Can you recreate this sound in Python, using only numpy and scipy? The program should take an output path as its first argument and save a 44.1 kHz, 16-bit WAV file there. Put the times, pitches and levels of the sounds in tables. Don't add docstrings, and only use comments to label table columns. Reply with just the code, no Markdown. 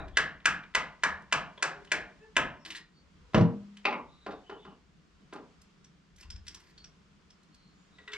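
import sys
import numpy as np
from scipy import signal
from scipy.fft import rfft, irfft, next_fast_len
from scipy.io import wavfile
from scipy.ndimage import uniform_filter1d

SR = 44100
rng = np.random.default_rng(int(sys.argv[2]) if len(sys.argv) > 2 else 0)


def put_to_file(sound):
    columns = np.atleast_2d(sound).T
    safe = np.clip(columns, -1, 1)
    whole_steps = np.round(safe * 32767)
    wavfile.write(sys.argv[1], SR, whole_steps.astype(np.int16))


def makeup_ratio(level_db):
    decades = np.asarray(level_db, float) / 20
    return 10 ** decades


N = 360278
LEAD = SR // 5

# (time [s], peak level [dB], knock pitch [Hz], thud level [dB], brightness [dB])
TAPS = [
    (0.1702, -13.5, 1614, -21, 7.5),
    (0.4556, -14, 1605, -33, 9),
    (0.749, -13.5, 1914, -21.5, 6),
    (1.0345, -14, 1700, -31, 4.5),
    (1.3243, -12, 1980, -14.5, 5),
    (1.6245, -20.5, 1590, -3, 15),
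    (1.9166, -17, 2010, -9, 9),
    (2.3654, -12.5, 2020, -8, 3.5),
]
DROPS = [
    (3.3444, -16.5, 455, 20, 3.5),
    (3.379, -35.5, 452, 13.5, 14),
    (3.41, -33.5, 460, -1.5, 7.5),
]
LID_BLOWS = [
    (3.8526, -4.5, 2739, -15, 5),
    (3.908, -27.5, 2320, -20, 12),
    (3.926, -13, 1000, -12.5, -5),
]
KNOCKS = [
    (4.263, -21, 730, 1.5, 3.5),
    (4.308, -36, 670, -12, 13),
    (4.318, -40.5, 905, -12, 17.5),
    (4.4947, -24.5, 1400, -8, 3.5),
    (4.65, -32, 1062, 0.5, 3.5),
    (4.701, -48, 674, -13, 2),
    (5.3256, -25, 1500, -3, 3),
    (5.359, -34.5, 980, -3, 10),
    (5.385, -43.5, 400, 5, -9),
]


def unit(x):
    return x / np.sqrt(np.mean(x ** 2))


def band(x, lo_hz, hi_hz):
    sos = signal.butter(2, [lo_hz, min(hi_hz, SR / 2.2)], "band", fs=SR, output="sos")
    return signal.sosfilt(sos, x)


def fade(t, t60):
    return np.exp(-np.log(1000) * t / t60)


def coloured(shape, count):
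    hz, db = np.transpose(shape)
    size = next_fast_len(count)
    f = np.arange(size // 2 + 1) * SR / size + 0.00085
    gain = makeup_ratio(np.interp(np.log(f), np.log(hz), db, -90, -90))
    return unit(irfft(rfft(rng.standard_normal(size)) * gain, size)[:count])


def pair(mid, side, alike):
    alike = np.clip(alike, 0, 1)
    opposed = np.sqrt((1 - alike) / 2) * side * np.array([[1], [-1]])
    return np.sqrt((1 + alike) / 2) * mid + opposed


def add(track, s, sound):
    i = int(s * SR) + LEAD
    track[i:i + len(sound)] += sound[:len(track) - i]


def walk(rate):
    k = int(SR / rate)
    steps = np.repeat(rng.standard_normal(N // k + 1), k)
    return unit(uniform_filter1d(uniform_filter1d(steps, k), k)[:N])


def swells(base_db, rows):
    power, t = np.full(N, makeup_ratio(base_db) ** 2), np.arange(N) / SR
    for s, db, rise in rows:
        span = slice(max(int(s * SR), 0), int((s + 9 * rise) * SR))
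        u = (t[span] - s) / rise
        power[span] += (makeup_ratio(db) * u * np.exp(1 - u)) ** 2
    return np.sqrt(power)


def jolts(tap_db, drop_db, knock_db):
    tap_rise_s, drop_rise_s = 0.049, 0.02
    taps = [(s, db + tap_db, tap_rise_s) for s, db, *_ in TAPS]
    drops = [(s, db + drop_db, drop_rise_s) for s, db, *_ in DROPS]
    knocks = [(s, db + thud_db + knock_db, tap_rise_s) for s, db, _, thud_db, _ in LID_BLOWS + KNOCKS]
    return taps + drops + knocks


def background():
    # (time [s], level [dB], rise [s])
    gusts = [
        (-.05, -46, .07),
        (6.12, -62, .05),
        (6.235, -48, .075),
        (3.0, -63, .07),
    ]
    # (frequency [Hz], level [dB per Hz])
    hum_shape = [(59, -43), (100, -12), (118, -21.5), (144, -1), (200, 0), (231, -10.5), (300, -9.5),
                 (402, -22), (437, -19), (553, -33.5), (700, -25.5), (910, -55), (1540, -120)]
    # (frequency [Hz], level [dB per Hz])
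    hiss_shape = [(240, -31), (400, 2), (545, -7), (848, -8), (1020, -3.5), (1390, -4), (1750, -7.5),
                  (3340, -9.5), (3870, -12.5), (4610, -12), (7270, -18.5), (8540, -25.5), (9900, -32.5),
                  (12900, -42.5), (21800, -120)]
    air_shape = [(15, -16.5), (35, -1.5), (75, 1), (120, -16.0), (200, -44)]  # (Hz, dB)

    def both(shape, alike):
        return pair(coloured(shape, N), coloured(shape, N), alike)

    air_gain = swells(-69.5, gusts + jolts(-41.5, -21, -48)) * makeup_ratio(1.8 * walk(12))
    hum_gain = swells(-65, jolts(-36.5, -34, -62)) * makeup_ratio(2 * walk(22))
    hiss_gain = makeup_ratio(-68.5 + 1.4 * walk(3.3))
    air = air_gain * both(air_shape, 0.85) * makeup_ratio([[1.6], [-1.6]])
    return air + hum_gain * both(hum_shape, 0.71) + hiss_gain * both(hiss_shape, 0.24)


def click(colour, bright_db, corner_hz):
    hz, db = np.transpose(colour)
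    f = np.arange(513) * SR / 1024 + 1
    db = np.maximum(np.interp(np.log(f), np.log(hz), db), -70) + bright_db / (1 + (corner_hz / f) ** 3)
    cepstrum = irfft(np.log(makeup_ratio(db)))[:513] * np.r_[1, 2 * np.ones(511), 1]
    return irfft(np.exp(rfft(cepstrum, 1024)))


def spread(x, hz):
    width_hz = 900
    r = np.exp(-np.pi * width_hz / SR)
    c = -2 * r * np.cos(2 * np.pi * hz / SR)
    return signal.sosfilt([[r * r, c, 1, 1, c, r * r]], x)


def uncoloured(x):
    tone = rfft(x)
    fold = np.r_[1, 2 * np.ones(len(x) // 2 - 1), 1]
    cepstrum = irfft(np.log(np.abs(tone) + 1e-9))[:len(fold)] * fold
    return irfft(tone / np.exp(rfft(cepstrum, len(x))), len(x))


def blows(rows, modes, colour, knock_s, click_db, corner_hz, grit, grit_s, thud_hz, thud_s, trim_db):
    force_db = 2
    track, t = np.zeros(N + LEAD), np.arange(SR // 2) / SR
    short = t[:SR // 6]
    brief = short[:2048]
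    for s, db, knock_hz, thud_db, bright_db in rows:
        chance = rng.standard_normal((len(modes), 2))
        noise = rng.standard_normal((2, len(short)))
        attack = 1 - np.exp(-t * knock_hz * 0.78)
        sound = np.sin(2 * np.pi * knock_hz * t) * attack * fade(t, knock_s)

        for (hz, mode_db, t60), (pitch, force) in zip(modes, chance):
            between = sum(min(hz, knock_hz) < other < max(hz, knock_hz) for other, *_ in modes)
            gain = -(-1) ** between * makeup_ratio(mode_db + force_db * force)
            sound += gain * np.sin(2 * np.pi * hz * (1 + 0.008 * pitch) * t) * fade(t, t60)

        contact = (brief == 0) + grit * noise[0, :len(brief)] * fade(brief, grit_s)
        contact = uncoloured(contact) * fade(brief, 4 * grit_s)
        plain = np.sqrt(np.sum(click(colour, 0, corner_hz) ** 2) * np.sum(contact ** 2))
        burst = signal.fftconvolve(spread(contact, knock_hz), click(colour, bright_db, corner_hz))
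        sound[:len(burst)] += makeup_ratio(click_db) / plain * burst

        thud = unit(band(noise[1], *thud_hz)) * (1 - np.exp(-short / 0.0079)) * fade(short, thud_s)
        sound[:len(short)] += makeup_ratio(thud_db + 1) * thud
        add(track, s, makeup_ratio(db + trim_db) * sound)
    return track


def starter():
    # (time [s], peak level [dB], knock pitch [Hz], thud [dB], brightness [dB])
    earlier_tap = [
        (-.12, -13.5, 3800, -5.5, 0.0074),
    ]
    # (frequency [Hz], level [dB], t60 [s])
    starter_modes = [(1287, -28, 0.078), (1614, -16.5, 0.012), (2010, -23, 0.028), (2370, -11.5, 0.027),
                     (2800, 0, 0.0038)]
    # (frequency [Hz], level [dB])
    tap_colour = [(240, -58), (400, -28.5), (1240, -5), (1600, 0), (2050, -1.5), (2450, -11), (3050, -10),
                  (3500, -16.5), (4500, -16.5), (7670, -20), (9900, -30), (12900, -62.5), (21800, -120)]
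    # (share of the ring pitch [1], level [dB])
    ring_skirt = [(0.82, -17), (1.0, -9.5), (1.1, -7.5)]
    first_ring_hz, last_ring_hz = 1023, 770
    track, rows = 0, earlier_tap + TAPS
    for row, depth in zip(rows, np.linspace(0, 1, len(rows))):
        ring_hz = first_ring_hz + (last_ring_hz - first_ring_hz) * depth ** 2.8
        ring = (ring_hz, -18.5 - 12 * depth, 0.031)
        stock = [(hz, db + 14 * depth * (hz < 500)) for hz, db in tap_colour]
        skirt = [(share * ring_hz, db) for share, db in ring_skirt]
        track = track + blows([row], starter_modes + [ring], sorted(stock + skirt), knock_s=0.013,
                              click_db=13.07, corner_hz=2500, grit=0.06 + 0.5 * depth ** 2, grit_s=0.018,
                              thud_hz=(130, 800), thud_s=0.039, trim_db=-0.5)
    return track


def light_touches():
    # (time [s], peak level [dB], knock pitch [Hz], thud level [dB],
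    # brightness [dB])
    ticks = [(0.0808, -44.5, 1730, 4, 1), (0.4015, -39.5, 1870, -28, -26.5), (0.635, -39, 2400, -20, -15.5),
             (1.2194, -62.5, 1902, 4, 20), (1.5763, -36.5, 3340, 8.5, -18), (1.8477, -47.5, 1560, -10, 10),
             (1.8737, -46, 2940, -4, -13), (2.6587, -30, 3070, -0.5, 1), (2.7034, -31, 2810, -15, 7.5),
             (2.7105, -32, 2140, -30, 0), (2.718, -35, 2500, -34, 4.5), (2.749, -30.5, 1870, -26, -2),
             (2.7555, -37, 4080, -25, 11), (2.7636, -36.5, 3630, -20, 11), (2.7714, -39.5, 3500, -19, 12),
             (2.779, -42.5, 5000, -19, 8), (3.7692, -41, 3080, -42, 6),
             (2.65, -34, 4630, -32, 4.5),
        (3.334, -39, 500, 18, -4),
        (3.844, -38.5, 2500, -15.5, -20.5),
        (6.467, -40.5, 2820, -31, 11),
        (3.3465, -17.5, 2850, -21, -20.5),
        (5.333, -51, 5500, -19, 22.5),
    ]
    # (frequency [Hz], level [dB])
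    tick_colour = [(530, -42.5), (900, -18.5), (1270, -17), (1930, -4.5), (2330, -7), (3970, -5.5),
                   (4350, -10), (5590, -14.5), (9900, -24.5), (12900, -54.5), (21800, -120)]
    grazes = [(s - 0.0098, db - 26, 1900, -19, -10) for s, db, *_ in TAPS]
    return blows(ticks + grazes, [], tick_colour, knock_s=0.012, click_db=12, corner_hz=4500,
                 grit=1.2, grit_s=0.012, thud_hz=(200, 1200), thud_s=0.013, trim_db=-1.4)


def birds():
    # (time [s], length [s], start pitch [Hz], end pitch [Hz], level [dB])
    whistles = [(0.123, 0.14, 3280, 3240, -54), (2.563, 0.12, 5550, 5400, -72),
                (2.927, 0.11, 4490, 4530, -69), (4.066, 0.13, 3780, 3860, -67),
                (4.107, 0.32, 4100, 3560, -65.5), (4.424, 0.19, 3020, 3000, -62),
                (4.549, 0.14, 3380, 3500, -65), (4.596, 0.16, 3020, 2800, -66),
                (7.486, .27, 4290, 4250, -67.5), (7.709, 0.21, 7050, 6970, -76),
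                (6.771, 0.078, 4570, 4330, -62), (7.89, 0.18, 3810, 3740, -68.5)]
    track = np.zeros(N + LEAD)
    for s, length, start_hz, end_hz, db in whistles:
        u = np.linspace(0, 1, int(length * SR))
        wobble = uniform_filter1d(rng.standard_normal(len(u)), 60)
        waver = 1 + 0.32 * (3500 / start_hz) ** 2 * wobble
        turn = 2 * np.pi * np.cumsum((start_hz + (end_hz - start_hz) * u) * waver) / SR
        add(track, s, makeup_ratio(db) * np.sin(np.pi * u) * np.sin(turn))
    return track


def wood_creaks():
    # (time [s], length [s], pitch [Hz], level [dB], overtone level [dB])
    creaks = [
        (1.666, 0.19, 406.4, -57, -27),
        (2.195, 0.068, 433, -61, 0),
        (3.013, 0.1, 565, -80, -13),
        (3.206, 0.13, 488, -65, -20.5),
    ]
    multiples_db = [0, -5, -16, -3, -16, -8]
    track = np.zeros(N + LEAD)
    for s, length, hz, db, over_db in creaks:
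        u = np.linspace(0, 1, int(length * SR))
        wobble = uniform_filter1d(rng.standard_normal(len(u)), 300)
        turn = 2 * np.pi * np.cumsum(hz * (1 + 0.3 * wobble)) / SR
        tone = sum(makeup_ratio(g + over_db * (k > 0)) * np.sin((k + 1) * turn) for k, g in enumerate(multiples_db))
        add(track, s, makeup_ratio(db) * np.sin(np.pi * u) * tone)
    return track


def scrapes():
    # (time [s], length [s], level [dB])
    drags = [
        (2.648, 0.12, -54.5),
        (6.181, 0.051, -60),
        (6.449, .26, -66.5),
        (8.114, 0.052, -56),
    ]
    # (frequency [Hz], level [dB per Hz])
    drag_shape = [(300, 12), (600, -28), (1200, -9.5), (1900, 2.5), (3000, -7.5), (4500, 1.5), (7000, -6.5),
                  (10000, -16.5), (13000, -10.5), (16000, -47.5)]
    stop_s = 0.063
    track = np.zeros(N + LEAD)
    for s, length, db in drags:
        t = np.arange(0, length + stop_s, 1 / SR)
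        slip_force = np.repeat(rng.exponential(size=len(t) // 60 + 1), 60)[:len(t)]
        slips = uniform_filter1d(makeup_ratio(3.49 * slip_force), 40)
        press_db = np.interp(t, [0, length, length + stop_s], [0, 0, -35])
        add(track, s, makeup_ratio(db + press_db - 4.0) * unit(slips * coloured(drag_shape, len(t))))
    return track


def bench_drops():
    # (frequency [Hz], level [dB], t60 [s])
    bench_modes = [(105.8, 11, 0.17), (170.5, 6, 0.197), (203, -7.5, 0.96), (205.4, 12.5, 0.12),
                   (249, 12.5, 0.11), (327, -1, 0.14), (350, -0.5, 0.13), (405, -5.5, .12), (455.8, 7, 0.2),
                   (563, -9, 0.026), (893, -8, .04), (1256, -32.5, 1)]
    # (frequency [Hz], level [dB])
    drop_colour = [(240, -21.5), (400, -13.5), (457, -5.5), (640, -16), (1000, -14), (1500, -20),
                   (2140, -24), (2960, -30.5), (5630, -34.5), (9900, -57.5), (12900, -91.5), (21800, -120)]
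    return blows(DROPS, bench_modes, drop_colour, knock_s=0.021, click_db=33.55, corner_hz=1800,
                 grit=0.16, grit_s=0.035, thud_hz=(140, 400), thud_s=0.045, trim_db=-14)


def lid_blows():
    # (frequency [Hz], level [dB], t60 [s])
    lid_modes = [(223.2, -33, 0.1), (446, -15.5, 0.021), (856, -13.5, 0.049), (1190, -43, 0.86),
                 (1335, -23, 0.02), (2174, -6, 0.034), (2750, -22.5, 0.026), (3840, -23, 0.02),
                 (4760, -32, .02)]
    # (frequency [Hz], level [dB])
    lid_colour = [(180, -49.5), (300, -11), (848, 4), (1300, 2.5), (1700, -1.5), (2400, 9.5), (3300, -7),
                  (4760, -13), (6500, -27), (9900, -54), (12900, -70), (21800, -120)]
    return blows(LID_BLOWS, lid_modes, lid_colour, knock_s=0.014, click_db=16.2, corner_hz=2540,
                 grit=0.25, grit_s=0.019, thud_hz=(160, 600), thud_s=0.072, trim_db=-11.5)


def case_knocks():
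    # (frequency [Hz], level [dB], t60 [s])
    case_modes = [(225, -26.5, 0.18), (296, -20.5, 0.037), (420, -8.5, 0.042), (850, -24, 0.029),
                  (1062, -22, 0.04), (1310, -16.5, 0.015)]
    # (frequency [Hz], level [dB])
    knock_colour = [(180, -30), (300, -7), (848, 5.5), (1120, 5), (1280, 5), (1570, 2.5), (2190, -5),
                    (2770, -7), (3300, -10), (4760, -15), (9900, -39), (12900, -69), (21800, -120)]
    return blows(KNOCKS, case_modes, knock_colour, knock_s=0.014, click_db=15.8, corner_hz=1800,
                 grit=0.25, grit_s=0.041, thud_hz=(160, 600), thud_s=0.06, trim_db=-13.0)


def rod_clinks():
    # (time [s], peak level [dB], knock pitch [Hz], thud level [dB], brightness [dB])
    clinks = [(5.6151, -55, 5100, -15.5, 20), (5.8434, -47.5, 5760, -27, -6),
              (6.1604, -54.5, 5640, -18.5, 15), (6.2078, -46, 5420, -11, 9.5), (6.2292, -45, 2750, -2, -9),
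              (6.3021, -35, 5250, -17, -3), (6.359, -46, 5400, -5, -14), (6.4792, -31.5, 5530, -29, -4),
              (6.545, -37.5, 5600, -5, 5), (6.6004, -60, 4620, 12.5, 24), (6.6683, -60, 4770, 0, 0),
              (6.7777, -42, 4280, -42, -23), (6.8423, -39, 5600, -13, -19),
              (7.3033, -48.5, 5465, -10.5, -11), (7.4304, -58.5, 4130, -22, 6.5),
              (7.5444, -54.5, 4270, -11, 10.5)]
    # (frequency [Hz], level [dB], t60 [s])
    rod_modes = [(1477, -28, 0.039), (3280, -25, 0.051), (4910, -15, 0.029), (5500, -26, 0.05),
                 (7700, -42, 0.12)]
    # (frequency [Hz], level [dB])
    clink_colour = [(530, -47), (900, -60), (1490, -16), (2710, -9.5), (3450, -7), (4260, -6.5),
                    (5480, -5.5), (6760, -7), (8870, -11.5), (9900, -20.5), (12900, -24), (21800, -120)]
    return blows(clinks, rod_modes, clink_colour, knock_s=0.0084, click_db=7.6, corner_hz=8500,
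                 grit=0.75, grit_s=0.025, thud_hz=(900, 3000), thud_s=0.019, trim_db=4.9)


def rod_seating():
    # (time [s], peak level [dB], knock pitch [Hz], thud level [dB], brightness [dB])
    seating = [
        (7.9838, -40, 1940, 6.5, -9),
        (8.076, -28.5, 1900, -27, -8.5),
        (8.1174, -34, 3515, -25, 3),
        (8.1318, -22.5, 2203, -36, 7.5),
        (8.1444, -34, 1500, -21, -10),
    ]
    # (frequency [Hz], level [dB], t60 [s])
    barrel_modes = [(415, -24, 0.2), (1000, -31.5, 0.14), (1500, -32.5, 0.1), (1870, -38, 0.097),
                    (2050, -18, 0.057), (2500, -28, 0.058), (2840, -19, 0.027), (3780, -12, 0.076),
                    (7600, -22, 0.042)]
    # (frequency [Hz], level [dB])
    seat_colour = [(240, -47), (400, -15), (793, -20.5), (1470, 1.5), (1730, 0), (1870, -17), (2690, 3.5),
                   (3720, -4), (6710, -17), (9900, -72), (12900, -74), (21800, -120)]
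    return blows(seating, barrel_modes, seat_colour, knock_s=0.037, click_db=14.4, corner_hz=4600,
                 grit=0.3, grit_s=0.0333, thud_hz=(200, 1000), thud_s=0.014, trim_db=-8.5)


def ports(x):
    # (frequency [Hz], left lead [rad], left minus right [dB])
    port_table = [(0, 0, 2), (150, -.3, .4), (520, -.45, .3), (1200, -.65, .2), (2500, -.9, 1.4),
                  (4900, -1.4, -.6), (6500, -1.8, -1.2), (9000, -2.0, -1.6), (15000, -2.0, -1.2)]
    hz, lead, db = np.transpose(port_table)
    f = np.arange(x.shape[1] // 2 + 1) * SR / x.shape[1]
    left = np.sqrt(makeup_ratio(np.interp(f, hz, db)) * np.exp(1j * np.interp(f, hz, lead)))
    return irfft(rfft(x) * np.array([left, 1 / left]), x.shape[1])


def shed(wet_db, linger, echo_db):
    # (frequency [Hz], t60 [s], build-up [s], level [dB], share alike at both ports [1])
    tail = [(90, .55, .04, -3.5, 0.46), (194, 0.53, 0.026, 4.5, 1), (390, 0.54, 0.0089, -3, 0.89),
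            (820, 0.56, 0.011, -1.5, 0.92), (1400, 0.43, 0.0046, -5, 1), (2800, 0.4, 0.0056, -11, .93),
            (5600, 0.28, 0.0044, -10.5, 0.48), (11000, 0.17, 0.0034, -11.5, 0.45)]
    # (delay [s], level [dB])
    echoes = [
        (.003, 0),
        (.005, -5),
        (.0145, -15),
    ]
    t = np.arange(2 ** 15) / SR
    near = np.zeros(len(t))
    near[64] = 1
    near[[64 + int(s * SR) for s, _ in echoes]] = makeup_ratio([db + echo_db for _, db in echoes])
    near[:128] = signal.sosfilt(signal.butter(1, 3500, fs=SR, output="sos"), near[:128])

    answer, table = np.array([near, near]), np.transpose(tail)
    for hz in 80 * np.sqrt(2) ** np.arange(16):
        t60, build, db, alike = (np.interp(np.log(hz), np.log(table[0]), column) for column in table[1:])
        mid, side = band(rng.standard_normal((2, len(t))), hz / 2 ** 0.25, hz * 2 ** 0.25)
        rise = 1 - np.exp(-(np.maximum(t - 0.003, 0) / build) ** 2)
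        answer += makeup_ratio(db + wet_db) * pair(mid, side, alike) * rise * fade(t, t60 * linger)
    return ports(answer)


def heard(dry, wet_db, linger, echo_db):
    wet = signal.fftconvolve(band(dry, 65, 20000)[None], shed(wet_db, linger, echo_db), axes=1)
    return wet[:, LEAD + 40:LEAD + 40 + N]


def scene():
    muzzle = starter() + rod_seating()
    hands = light_touches() + birds() + wood_creaks() + scrapes() + rod_clinks()
    case = lid_blows() + case_knocks()
    mix = background()
    mix = mix + heard(muzzle, wet_db=-19.5, linger=0.84, echo_db=0)
    mix = mix + heard(hands, wet_db=-21.0, linger=0.7, echo_db=-2.4)
    mix = mix + heard(bench_drops(), wet_db=-21, linger=0.68, echo_db=-6)
    return mix + heard(case, wet_db=-18, linger=0.64, echo_db=-2)


def roll_off(x):
    return signal.sosfilt(signal.butter(12, 15300, fs=SR, output="sos"), x)


def record(dry):
    dull = signal.sosfilt(signal.butter(2, 13000, fs=SR, output="sos"), dry)
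    return roll_off(dull)


dry = scene()
out = record(dry)
put_to_file(out)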